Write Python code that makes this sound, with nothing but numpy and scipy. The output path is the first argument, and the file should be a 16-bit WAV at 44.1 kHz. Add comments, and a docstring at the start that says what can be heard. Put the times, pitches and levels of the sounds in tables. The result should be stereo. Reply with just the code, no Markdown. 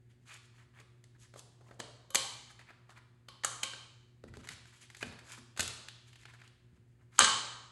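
"""Sorting banknotes by hand

Banknotes are sorted on a hard counter in a bare, ringing room. Nails and note edges crack against a
plastic tray and set its walls ringing; notes snap in short noise bursts, and their stack gives a hollow tock.
Sliding paper rustles in swells of grainy noise with tiny crinkles. Hands bump the counter with soft
thuds, and an appliance hums faintly over the still air."""
import sys
import numpy as np
from scipy import signal
from scipy.fft import rfft, irfft, next_fast_len
from scipy.io import wavfile
from scipy.ndimage import uniform_filter1d, map_coordinates

SR = 44100
rng = np.random.default_rng(int(sys.argv[2]) if len(sys.argv) > 2 else 0)


def wrap_up_sound(samples):
    """Save the sound to the file named by the first command line argument, as 16-bit audio."""
    columns = np.atleast_2d(samples).T
    # keep every value between -1 and 1, then stretch to whole-number steps
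    tamed = np.clip(columns, -1, 1)
    steps = np.round(tamed * 32767).astype(np.int16)
    wavfile.write(sys.argv[1], SR, steps)


N = 340405  # length in samples

# Nails and note edges on the tray: start_s, strength_db, knock_db, edge_db, crisp_db (these three
# against the strength), sizzle_db (over crisp), body_hz, rise_s, decay_s (to -60 dB),
# ring_db (low where a hand damps the walls), room_db (high where the blow faces away).
# Levels are relative; the function adds its own gains.
TRAY_HITS = [(1.8, -33.5, 2.5, -5.5, -5.5, 2, 710, 0.002, 0.022, -12, -0.88),
             (2.103, -51.5, -1, 0.5, 4, 19.5, 1100, 0.0028, 0.016, 8.5, 0),
             (2.1461, -25.5, -10.5, -4.5, 1, 16, 850, 0.0015, 0.041, 0, -1.3),
             (2.154, -28.5, 1.5, 10, 11, 4, 2030, 0.0021, .016, -3.5, -3.1),
             (3.283, -45.5, -7, .5, -8.5, 14.5, 1080, 0.004, 0.022, -1, 0.14),
             (3.4349, -36, -10, -2.5, -9, 0.5, 1880, 0.0017, 0.036, 5, -1),
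             (3.446, -23.5, -9.5, -7, 3, 5, 1280, .0014, .02, -11, -1.6),
             (3.6307, -32, -4.5, 2.5, 3.5, 5.5, 2510, 0.0022, 0.03, 0, -1.7),
             (3.733, -42.5, -0.5, 0, -16, -1, 1580, 0.0029, 0.023, -1.5, -1),
             (7.1815, -37.5, -30.5, 1.5, -10, -10, 1160, 0.0015, .055, -2, -2),
             (7.1907, -10, -21, -4.5, 5, -1.5, 1230, 0.001, 0.0072, 1.5, -0.46),
             (7.198, -19, -10, -0.5, -15, -11, 1170, 0.0083, 0.045, 2.5, 0.95),
             (7.213, -24.5, -3, 0, -10, -15, 1360, 0.0087, 0.026, 0, 1.5),
             (7.236, -24.5, -16, 0.5, 2.5, -21, 1670, 0.011, 0.021, -1, 1.5)]
# Ringing tones of the plastic tray: pitch_hz, level_db (relative), decay_s (to -60 dB)
TRAY_TONES = [(213, -7.5, 0.52), (539, 1.5, 0.36), (880, -10, 0.78), (1091, -1, 0.59), (1188, -5, 0.39),
              (1248, -6, .58), (1570, -0.5, .65), (2360, -9.5, 0.59), (2946, -0.5, .6), (3050, 1.5, .7),
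              (3170, 0.5, .6), (3655, -4.5, 0.35), (3730, -5, 0.61), (4110, -3.5, 0.68), (4600, -4, .62),
              (4696, -7.5, 0.6), (5117, -3.5, .6), (6278, -9, 0.36), (6460, -6, 0.29), (7670, -4, .6)]
# Broad resonances of the tray: pitch_hz, level_db
TRAY_COLOUR = [(400, -5), (540, -1.5), (680, -4.5), (880, -1.5), (1170, 1), (1420, 1.5), (1600, 3),
               (2000, 1.5), (2300, 3), (2650, -4.5), (3040, 5.5), (3420, -2), (3700, 1), (4100, .5),
               (5000, -2.5), (5550, -1.5), (6300, 1), (7100, -.5), (7800, -0.5), (9000, -1)]


def tray(gain_db=11.0, room_db=-3, ring_gain_db=-20.0):
    """Hard contacts crack and ring the tray's walls; the stack settles with slower, softer blows."""
    out = np.zeros((2, N))
    ring_onset = 1 - np.exp(-np.arange(SR) / SR / 0.00047)
    for (start_s, strength_db, knock_db, edge_db, crisp_db, sizzle_db,
         body_hz, rise_s, decay_s, ring_db, hit_room_db) in TRAY_HITS:
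        bands_db = (knock_db, 0, edge_db, crisp_db, sizzle_db)
        colour = contact_colour(bands_db, body_hz, bulge_db=7, octaves=0.27)
        tray_colour = lambda hz: colour(hz) * amp(along(TRAY_COLOUR, hz))
        hit, radiated = crack(tray_colour, decay_s, rise_s, spread=0.65)
        # a crisp blow wakes the high tones
        struck = [(hz, db + 20 * np.log10(colour(hz)), life) for hz, db, life in TRAY_TONES]
        ringing = ring(struck, scatter_db=2.5, blur=5) * ring_onset
        hit_db = strength_db + gain_db
        add(out, start_s, amp(hit_db) * hit)
        add(out, start_s, amp(hit_db + room_db + hit_room_db) * reverberate(radiated))
        add(out, start_s, amp(strength_db + ring_gain_db + ring_db) * ringing)
    return out


# Flicks and taps of the notes: start_s, strength_db (relative, before the gain),
# knock_db (of the bundle), crisp_db, body_hz (where the buckling paper resonates), decay_s (to -60 dB)
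NOTE_SNAPS = [(.797, -60.5, 3, -1, 1450, 0.039), (1.039, -61, -6, 2.5, 1800, 0.016),
              (1.336, -54, 3, -10, 1720, 0.035), (1.358, -49, 2.5, -20, 800, 0.021),
              (1.392, -58.5, 2, 11.5, 860, 0.016), (1.605, -62, 3, -15, 860, 0.053),
              (1.686, -63, 8, -16, 1300, 0.027), (1.709, -49.5, 4, -21, 724, 0.018),
              (1.7104, -52, -7.5, -26, 1940, 0.024), (2.588, -49, -12, -16, 2114, 0.045),
              (2.701, -49, -6.5, -23, 1600, 0.04), (2.89, -50.5, -9.5, -21, 1083, 0.039),
              (2.902, -54.5, -11.5, -10, 1290, 0.021), (2.974, -52.5, -11, -16, 1500, .025),
              (4.237, -45.5, -3, -18.5, 475, 0.018), (4.336, -47.5, -7, -17.5, 1810, 0.027),
              (4.369, -50, 7, -5, 450, .014), (4.471, -46, -13, -6.5, 1750, 0.021),
              (4.487, -36, -25, -6.5, 2090, 0.019), (4.504, -47.5, -7, -10, 1730, 0.023),
              (4.579, -52, -13, -12, 2690, 0.015), (4.654, -52, -14, -12.5, 1890, 0.018),
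              (4.899, -48, -17, -9.5, 2100, 0.023), (4.946, -43.5, -31, -12.5, 2000, 0.022),
              (4.966, -57.5, -3, 5.5, 1686, 0.025), (5.025, -33, -3, -15, 2300, 0.028),
              (5.123, -47.5, -12, -14, 912, 0.02), (5.185, -49.5, -18, -11, 1655, 0.047),
              (5.562, -48, -6, -14, 2600, 0.026), (5.573, -40, -8, -3, 1460, .022),
              (5.593, -26.5, -11.5, -4.5, 1420, .025), (5.601, -37.5, -2, -2, 2320, 0.015),
              (5.6042, -33, -10.5, 7.5, 2070, 0.017), (5.6263, -41, -1, 2.5, 1395, 0.024),
              (5.677, -47, -5, 13.5, 2100, 0.011), (5.884, -35, -30, -12.5, 3230, 0.014),
              (6.126, -54, -25, -12, 2808, 0.047), (6.153, -53.5, -20, -11, 2860, 0.047),
              (6.232, -50.5, -21, -14, 2280, 0.017), (6.252, -41, -20, -19.5, 2610, 0.027),
              (6.334, -55, -9, -11, 1660, 0.037), (6.414, -43.5, -24, -23.5, 2450, 0.024),
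              (6.436, -55.5, -10.5, -22, 1743, .02), (6.475, -59, -15.5, -1.5, 3000, 0.018)]
HOLLOW_FOLLOWS = 0.4  # share of a snap's knock dB that its lower mids take on
EDGE_FOLLOWS = 0.66  # share of its crispness dB that its upper mids take on
SIZZLE_DB = 8.5  # top octave, over the crispness
RISE_SHARE = 0.12  # rise time over decay time
# The stack's edge meets the counter: start_s, level_db (relative)
STACK_TAP = (5.028, -27)
# Hollow tones of the stack: pitch_hz, level_db (relative), decay_s (to -60 dB)
STACK_TONES = [(1680, 5, 0.02), (2440, 4.5, 0.017), (2930, -7, 0.018)]


def notes(gain_db=12.0, room_db=-4.0, tock_room_db=-9):
    """Stiff paper buckles and its edges tap the counter; the whole stack answers with a hollow tock."""
    out, to_room = np.zeros((2, N)), np.zeros(N)
    for start_s, strength_db, knock_db, crisp_db, body_hz, decay_s in NOTE_SNAPS:
        hollow_db, edge_db = HOLLOW_FOLLOWS * knock_db, EDGE_FOLLOWS * crisp_db
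        bands_db = (knock_db, hollow_db, edge_db, crisp_db, SIZZLE_DB)
        colour = contact_colour(bands_db, body_hz, bulge_db=7.0, octaves=0.4)
        snap, radiated = crack(colour, decay_s, RISE_SHARE * decay_s, spread=0.5)
        add(out, start_s, amp(strength_db + gain_db) * snap)
        add(to_room, start_s, amp(strength_db + gain_db) * radiated)
    add(out, 0, amp(room_db) * reverberate(to_room))

    tap_s, tap_db = STACK_TAP
    onset = 1 - np.exp(-np.arange(SR) / SR / 0.0014)
    tock = amp(tap_db) * ring(STACK_TONES, scatter_db=0, blur=15) * onset
    add(out, tap_s, tock)
    add(out, tap_s, amp(tock_room_db) * reverberate(tock))
    return out


# Deliberate strokes of paper on paper: middle_s, length_s, rub_hz, rub_db, hiss_db
STROKES = [(.115, 0.058, 2350, -76, -91), (.325, .15, 1840, -55.5, -57.5), (.59, .15, 1560, -67, -74),
           (.785, .11, 1520, -61.5, -75), (1.157, .03, 1380, -69.5, -88), (1.23, .1, 1730, -69, -62),
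           (1.384, .065, 895, -62, -56.5), (1.7, .16, 694, -68.5, -74), (1.8, .018, 557, -46, -54),
           (2.143, .014, 3200, -58.5, -56), (2.509, 0.042, 1490, -61, -62.5),
           (2.61, .042, 1707, -60.5, -72), (2.696, .06, 1770, -58, -85), (2.91, .06, 1253, -62.5, -69.5),
           (2.975, .045, 1550, -59, -73.5), (4.286, .025, 1598, -61.5, -69), (4.355, .025, 2000, -63, -67),
           (4.402, .04, 2000, -65, -66), (4.449, .04, 1820, -57, -61), (4.526, .045, 1870, -55.5, -53.5),
           (4.738, .04, 1520, -63.5, -66), (4.831, .08, 2230, -62.5, -58.5), (4.988, .03, 2000, -74, -58),
           (5.022, 0.037, 1760, -49, -50.5), (5.08, .07, 1900, -67.5, -59.5), (5.316, .115, 1730, -55, -52),
           (5.38, .03, 1120, -58.5, -60), (5.59, .03, 1500, -50, -51), (6.08, .04, 1750, -69.5, -64.5),
           (6.198, .03, 2380, -70.5, -70), (6.295, .05, 1700, -60, -69), (6.345, .04, 1700, -63, -72),
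           (6.402, 0.036, 1880, -64.5, -75), (6.46, .06, 1970, -66, -80.5), (6.76, .09, 1300, -80, -88),
           (7.015, .06, 1235, -74, -91), (7.215, .22, 1610, -61, -61)]
# Tone of the rub: multiple of rub_hz, level_db (relative)
RUB = [(.15, -17.5), (.4, -10.5), (0.65, -3), (.9, -1), (1.45, -2.5), (1.85, -11), (4.001, -26)]
# Tone of the hiss: pitch_hz, level_db (relative)
HISS = [(1500, -21), (2700, -10), (3300, -3), (4700, -5.5), (5700, -1), (7400, -2), (9000, -8.5),
        (11300, -2), (12600, -32.5), (16000, -74.5)]
SHIFTS_PER_S, SHIFT_S, SHIFT_HZ = 10, 0.063, 1920  # small slides of fidgeting fingers: rate, length, rub pitch
SHIFT_HISS_DB = 3  # their hiss over their rub
CRINKLE_DB = 6.5  # crinkles over the rub


def rustle(grain_db=3.0, catch_db=2.5, room_db=-5, spread=0.69, taper=1.2):
    """Sliding fibres catch and slip: uneven swells of tiny clumped grains, with crinkles on top."""
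    paper, t = np.zeros((2, N)), np.arange(SR // 3) / SR
    grains = [amp(grain_db * wobble(800) + catch_db * wobble(70)) for layer in range(2)]
    moves = fidgets(SHIFTS_PER_S, scatter_db=7.5)
    shifts = [(s, SHIFT_S, SHIFT_HZ, db, db + SHIFT_HISS_DB) for s, db in moves]
    for middle_s, length_s, rub_hz, rub_db, hiss_db in list(STROKES) + shifts:
        start_s = max(middle_s - length_s / 2, 0)
        first = round(start_s * SR)
        swell = np.abs(np.sin(np.pi * np.minimum(t / length_s, 1))) ** taper
        coarse, fine = [swell * grain[first:][:len(t)] * rng.standard_normal((2, len(t)))
                        for grain in grains]
        rub = coloured(coarse, [(rub_hz * ratio, db) for ratio, db in RUB])
        slide = amp(rub_db) * rub + amp(hiss_db) * coloured(fine, HISS)
        add(paper, start_s, slide * np.sqrt(np.mean(swell ** 2)))
        # row 0 becomes the middle of the stereo picture
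        add(paper[0], start_s, amp(rub_db + CRINKLE_DB) * crinkles(length_s))
    paper = widen(paper, spread)
    return paper + amp(room_db) * reverberate(paper.mean(axis=0))[:, :N]


# Spells in which the fingers keep shifting the notes: start_s, end_s, level_db (middle of the spread)
FIDGETS = [(0.077, .5, -80), (4.4, 5.45, -71.5), (6.045, 6.55, -77), (6.697, 7.1, -86.5)]


def fidgets(rate, scatter_db):
    """Times and levels of small finger movements, loosely spaced through each spell."""
    moves = []
    for start_s, end_s, level_db in FIDGETS:
        slots = np.arange(start_s, end_s - 0.5 / rate, 1 / rate)
        for slot_s, (late, size) in zip(slots, rng.random((len(slots), 2))):
            moves.append((slot_s + late / rate, level_db + scatter_db * (2 * size - 1)))
    return moves


CRINKLES_PER_S, CRINKLE_SCATTER_DB = 96, 2  # rate of giving creases, spread of their sizes
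CRINKLE_HZ, CRINKLE_OCTAVES = 2545, 0.55  # middle pitch and its spread
CRINKLE_CYCLES = 3.4  # cycles in which the ringing fades to about a third


def crinkles(length_s):
    """Tiny creases give way during a slide, each with its own pitch and size."""
    out, t = np.zeros(SR // 2), np.arange(SR // 100) / SR
    count = int(CRINKLES_PER_S * length_s) + 1
    for when, size, pitch in zip(rng.random(count), rng.random(count), rng.standard_normal(count)):
        cycles = CRINKLE_HZ * 2 ** (CRINKLE_OCTAVES * np.clip(pitch, -2, 2)) * t
        # many small creases, a few strong ones, strongest in mid-slide
        gain = np.sin(np.pi * when) * amp(-CRINKLE_SCATTER_DB * np.log(max(size, np.exp(-3))))
        envelope = np.exp(-cycles / CRINKLE_CYCLES) * (1 - np.exp(-2 * cycles)) ** 2
        add(out, when * length_s, gain * np.sin(2 * np.pi * cycles) * envelope)
    return out


# Hands and stack bumping the counter: start_s, level_db (relative),
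# soft_hz (above it the soft blow fades)
BUMPS = [(1.79, -53, 397.6), (2.143, -53, 400), (4.238, -43, 497), (4.273, -42.5, 131), (4.369, -43.5, 446),
         (4.411, -53, 160), (4.5, -47.5, 206), (5.025, -41, 443), (5.065, -41.5, 199), (5.591, -41.5, 298),
         (5.377, -50.5, 451.4), (6.725, -53, 149.4), (6.775, -58.5, 147.6), (7.202, -37.5, 407)]
# Low tones of the counter: pitch_hz, level_db (relative), decay_s (to -60 dB)
COUNTER_TONES = [(82.5, 1, 0.41), (106.8, -0.5, 0.49), (141, -7.5, 0.14), (180, -6, 0.28),
                 (225.3, -2, 0.51), (253, -2, 0.37), (345, -7, 0.79)]
BEND_DELAY_S, BEND_HZ = 0.00789, 123  # travel time of bending waves at this pitch; higher ones come sooner


def bumps(ring_gain_db=-9.0, rise_s=0.01, thud_db=-1.5, room_db=-7):
    """A soft blow arrives as a quickly falling thud and leaves the counter's low tones ringing."""
    out = np.zeros((2, N))
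    ring_onset = 1 - np.exp(-np.arange(SR) / SR / rise_s)
    bend = lambda hz: np.exp(-4j * np.pi * BEND_DELAY_S * np.sqrt(BEND_HZ * hz))
    bass_cut = lambda hz: hz ** 2 / (hz ** 2 + BEND_HZ ** 2)
    for start_s, level_db, soft_hz in BUMPS:
        pad = lambda hz: 1 / (1 + (hz / soft_hz) ** 4)
        thud = filtered(signal.unit_impulse(SR // 8), lambda hz: bend(hz) * pad(hz) * bass_cut(hz))
        thud = amp(level_db + thud_db) * thud / np.abs(thud).max()
        struck = [(hz, db + 20 * np.log10(pad(hz)), life) for hz, db, life in COUNTER_TONES]
        ringing = ring(struck, scatter_db=3.0, blur=6.8) * ring_onset
        add(out, start_s, thud)
        add(out, start_s, amp(room_db) * reverberate(thud))
        add(out, start_s, amp(level_db + ring_gain_db) * ringing)
    return out


# Tones of the mains hum: pitch_hz, level_db (about which it wavers)
HUM = [(120, -63.5), (240.5, -79.5), (361, -79.5)]
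HUM_WAVER_DB, HUM_DRIFT_RAD, FLUTTER_DB = 1.6, 0.18, -71  # wander of level and phase, level of flutter
# Tone of the still air: pitch_hz, level_db (relative)
AIR = [(18, -41), (32, -16.5), (60, -8), (121, -9), (186, -14.5), (286, -19), (363, -19), (558, -26.5),
       (1240, -36.5), (1720, -29.5), (2630, -38), (7680, -52), (11000, -55.5), (12500, -86), (14000, -120)]


def background(air_db=-69):
    """A wavering mains hum, with noise fluttering around its lowest tone, over the still air."""
    t = np.arange(N) / SR
    hum = np.zeros(N)
    for hz, db in HUM:
        level = np.sqrt(2) * amp(db + HUM_WAVER_DB * wobble(17))
        hum += level * np.sin(2 * np.pi * hz * t + HUM_DRIFT_RAD * wobble(35.0))
    flutter_band = [(85, -52.0), (108, -4.5), (120, -5.5), (133, -11.0), (170, -47.0)]  # (Hz, dB)
    flutter = coloured(diffuse(N), flutter_band)
    return hum + amp(FLUTTER_DB) * flutter + amp(air_db) * coloured(diffuse(N), AIR)


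def contact_colour(bands_db, body_hz, bulge_db, octaves):
    """Gain of a contact from dull knock to crisp top, with a bulge where the struck piece resonates."""
    knock, hollow, edge, crisp, sizzle = bands_db
    top = crisp + sizzle
    points = [(20, knock - 45), (80, knock - 11), (250, knock + 1), (380, knock - 1), (560, knock + 3),
              (800, hollow - 3), (1100, hollow - 3), (1700, -6),
              (2700, edge - 4), (4100, edge - 2), (5200, edge - 4.5),
              (6300, crisp - 1), (7800, crisp - 3), (9200, crisp - 9),
              (11300, top - 11), (13000, top - 26), (16000, top - 56)]
    bulge = lambda hz: bulge_db * np.exp(-(np.log2((hz + 1) / body_hz) / octaves) ** 2)
    return lambda hz: amp(along(points, hz) + bulge(hz))


def crack(colour, decay_s, rise_s, spread, smoothing=0.83):
    """A brief noise burst: the stereo sound heard directly, and a smoother one that feeds the room."""
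    t = np.arange(SR // 8) / SR
    decay = amp(-60 * np.maximum(t - rise_s, 0) / decay_s)
    swell = decay * np.minimum(t / rise_s, 1) ** 2
    burst = rfft(rng.standard_normal((2, len(t))) * swell, 2 * len(t))
    # level out the broad spectrum so that the colour alone sets it
    even = burst / np.sqrt(np.abs(uniform_filter1d(np.abs(burst) ** 2, size=300)) + 1e-12)
    shape = colour(np.fft.rfftfreq(2 * len(t), 1 / SR)) * np.linalg.norm(swell)
    # the sum over all directions has shallower peaks and dips
    radiated = even[0] / (np.abs(even[0]) + 1e-9) ** smoothing
    return widen(irfft(even * shape)[:, :len(t)], spread), irfft(radiated * shape)[:len(t)]


def ring(tones, scatter_db, blur):
    """One second of ringing tones at new strengths; rattling contacts make their phases stray."""
    t = np.arange(SR) / SR
    knots = np.linspace(0, 1, num=200)
    out = np.zeros(SR)
    for hz, db, decay_s in tones:
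        walk = np.cumsum(rng.standard_normal(len(knots))) / np.sqrt(len(knots))
        stray = blur * np.interp(t, knots, walk)  # radians; blur is the typical stray after 1 s
        level = amp(db + scatter_db * rng.normal() - 60 * t / decay_s)
        out += level * np.sin(2 * np.pi * (hz * t + rng.random()) + stray)
    return out


# How long the room rings: pitch_hz, decay_s (to -60 dB)
ROOM = [(100, 0.99), (300, 0.89), (1000, 0.92), (2000, 0.8), (4000, 0.8), (7000, 0.73), (10000, 0.53),
        (14000, 0.41)]
# What the walls send back: pitch_hz, reflected_db (relative)
WALLS = [(100, 5), (220, 0), (400, 3), (750, 0.5), (1150, 1.5), (1600, -3), (2200, -3), (3080, 2),
         (4300, 4), (5400, 4), (6500, -5), (10000, 3), (11600, -7.5), (12400, -37), (14000, -60)]


def reverberate(x, build_s=0.00044):
    """The room's answer: it builds up quickly and each frequency dies at its own speed."""
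    hz, t, noise = signal.stft(diffuse(SR), SR, nperseg=256)
    fading = noise * amp(-60 * t / along(ROOM, hz)[:, None])
    tail = signal.istft(fading, SR, nperseg=256)[1][:, :SR]
    tail = tail * (1 - np.exp(-(np.arange(SR) / SR / build_s) ** 2))
    tail = filtered(tail / np.linalg.norm(tail[0]), lambda hz: amp(along(WALLS, hz)))
    return signal.fftconvolve(np.atleast_2d(x), tail, axes=1)


def diffuse(size):
    """Stereo noise that arrives from all sides."""
    return widen(rng.standard_normal((2, size)), 1)


# How alike left and right are in diffuse sound: pitch_hz, likeness (1 = the same)
ALIKE = [(120, 0.98), (300, 0.22), (600, 0.039), (1100, 0.3), (2200, 0.85), (4500, 0.42), (7000, 1),
         (10000, 0.78), (12000, 1)]


def widen(pair, spread):
    """Two unrelated signals become left and right, most alike in the bass and the high treble."""
    turn = lambda hz: spread * np.arccos(np.clip(along(ALIKE, hz), -1, 1)) / 2
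    mid, side = filtered(pair, lambda hz: np.array([np.cos(turn(hz)), np.sin(turn(hz))]))
    return np.array([mid + side, mid - side])


def amp(db):
    """Decibels to gain."""
    return 10 ** (np.asarray(db) / 20)


def unit(x):
    """x scaled to an rms of 1."""
    return x / np.sqrt(np.mean(x ** 2) + 1e-20)


def along(points, hz):
    """(Hz, value) points read on a log frequency axis."""
    f, v = np.transpose(points)
    return np.interp(np.log(hz + 1), np.log(f + 1), v)


def wobble(rate):
    """A smooth random curve through `rate` random points a second."""
    points = rng.standard_normal(int(N * rate / SR) + 4)
    return map_coordinates(points, [np.arange(N) * rate / SR])


def filtered(x, response):
    """x with each frequency multiplied by the response there."""
    n = x.shape[-1]
    m = next_fast_len(n + 2048)
    return irfft(rfft(x, m) * response(np.fft.rfftfreq(m, 1 / SR)), m)[..., :n]


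def coloured(x, points):
    """x filtered by (Hz, dB) points, then scaled to an rms of 1."""
    return unit(filtered(x, lambda hz: amp(along(points, hz))))


def add(track, start_s, sound):
    """Mix a sound into the track, cutting what runs past the end."""
    part = track[..., round(start_s * SR):][..., :sound.shape[-1]]
    part += sound[..., :part.shape[-1]]


def scene():
    """Everything on and around the counter."""
    return tray() + notes() + rustle() + bumps() + background()


# How far the left port leads the right: pitch_hz, lead_rad
PORT_PHASE = [(2000, 0), (4000, 1), (5000, -1.5), (5600, -2.5), (7300, 0.96), (10000, -2.08), (12300, -2.5)]
# How much louder the left port is than the right: pitch_hz, difference_db
PORT_BALANCE = [(60, 1), (400, -3), (1000, -1.5), (2000, 0), (4000, 0.5), (8000, 0)]
LOW_CUT_HZ, TOP_HZ = 31, 16000  # the microphone's bass roll-off and its band limit


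def record(dry):
    """Two microphone ports that fall out of phase in the treble, a bass roll-off and a band limit."""
    half = np.array([[1], [-1]]) / 2  # each port takes half of the difference
    balance = lambda hz: amp(half * along(PORT_BALANCE, hz))
    phase = lambda hz: np.exp(1j * half * along(PORT_PHASE, hz))
    ports = filtered(dry, lambda hz: balance(hz) * phase(hz))
    return filtered(ports, lambda hz: (hz < TOP_HZ) * hz ** 4 / (hz ** 4 + LOW_CUT_HZ ** 4))


dry = scene()
out = record(dry)
wrap_up_sound(out)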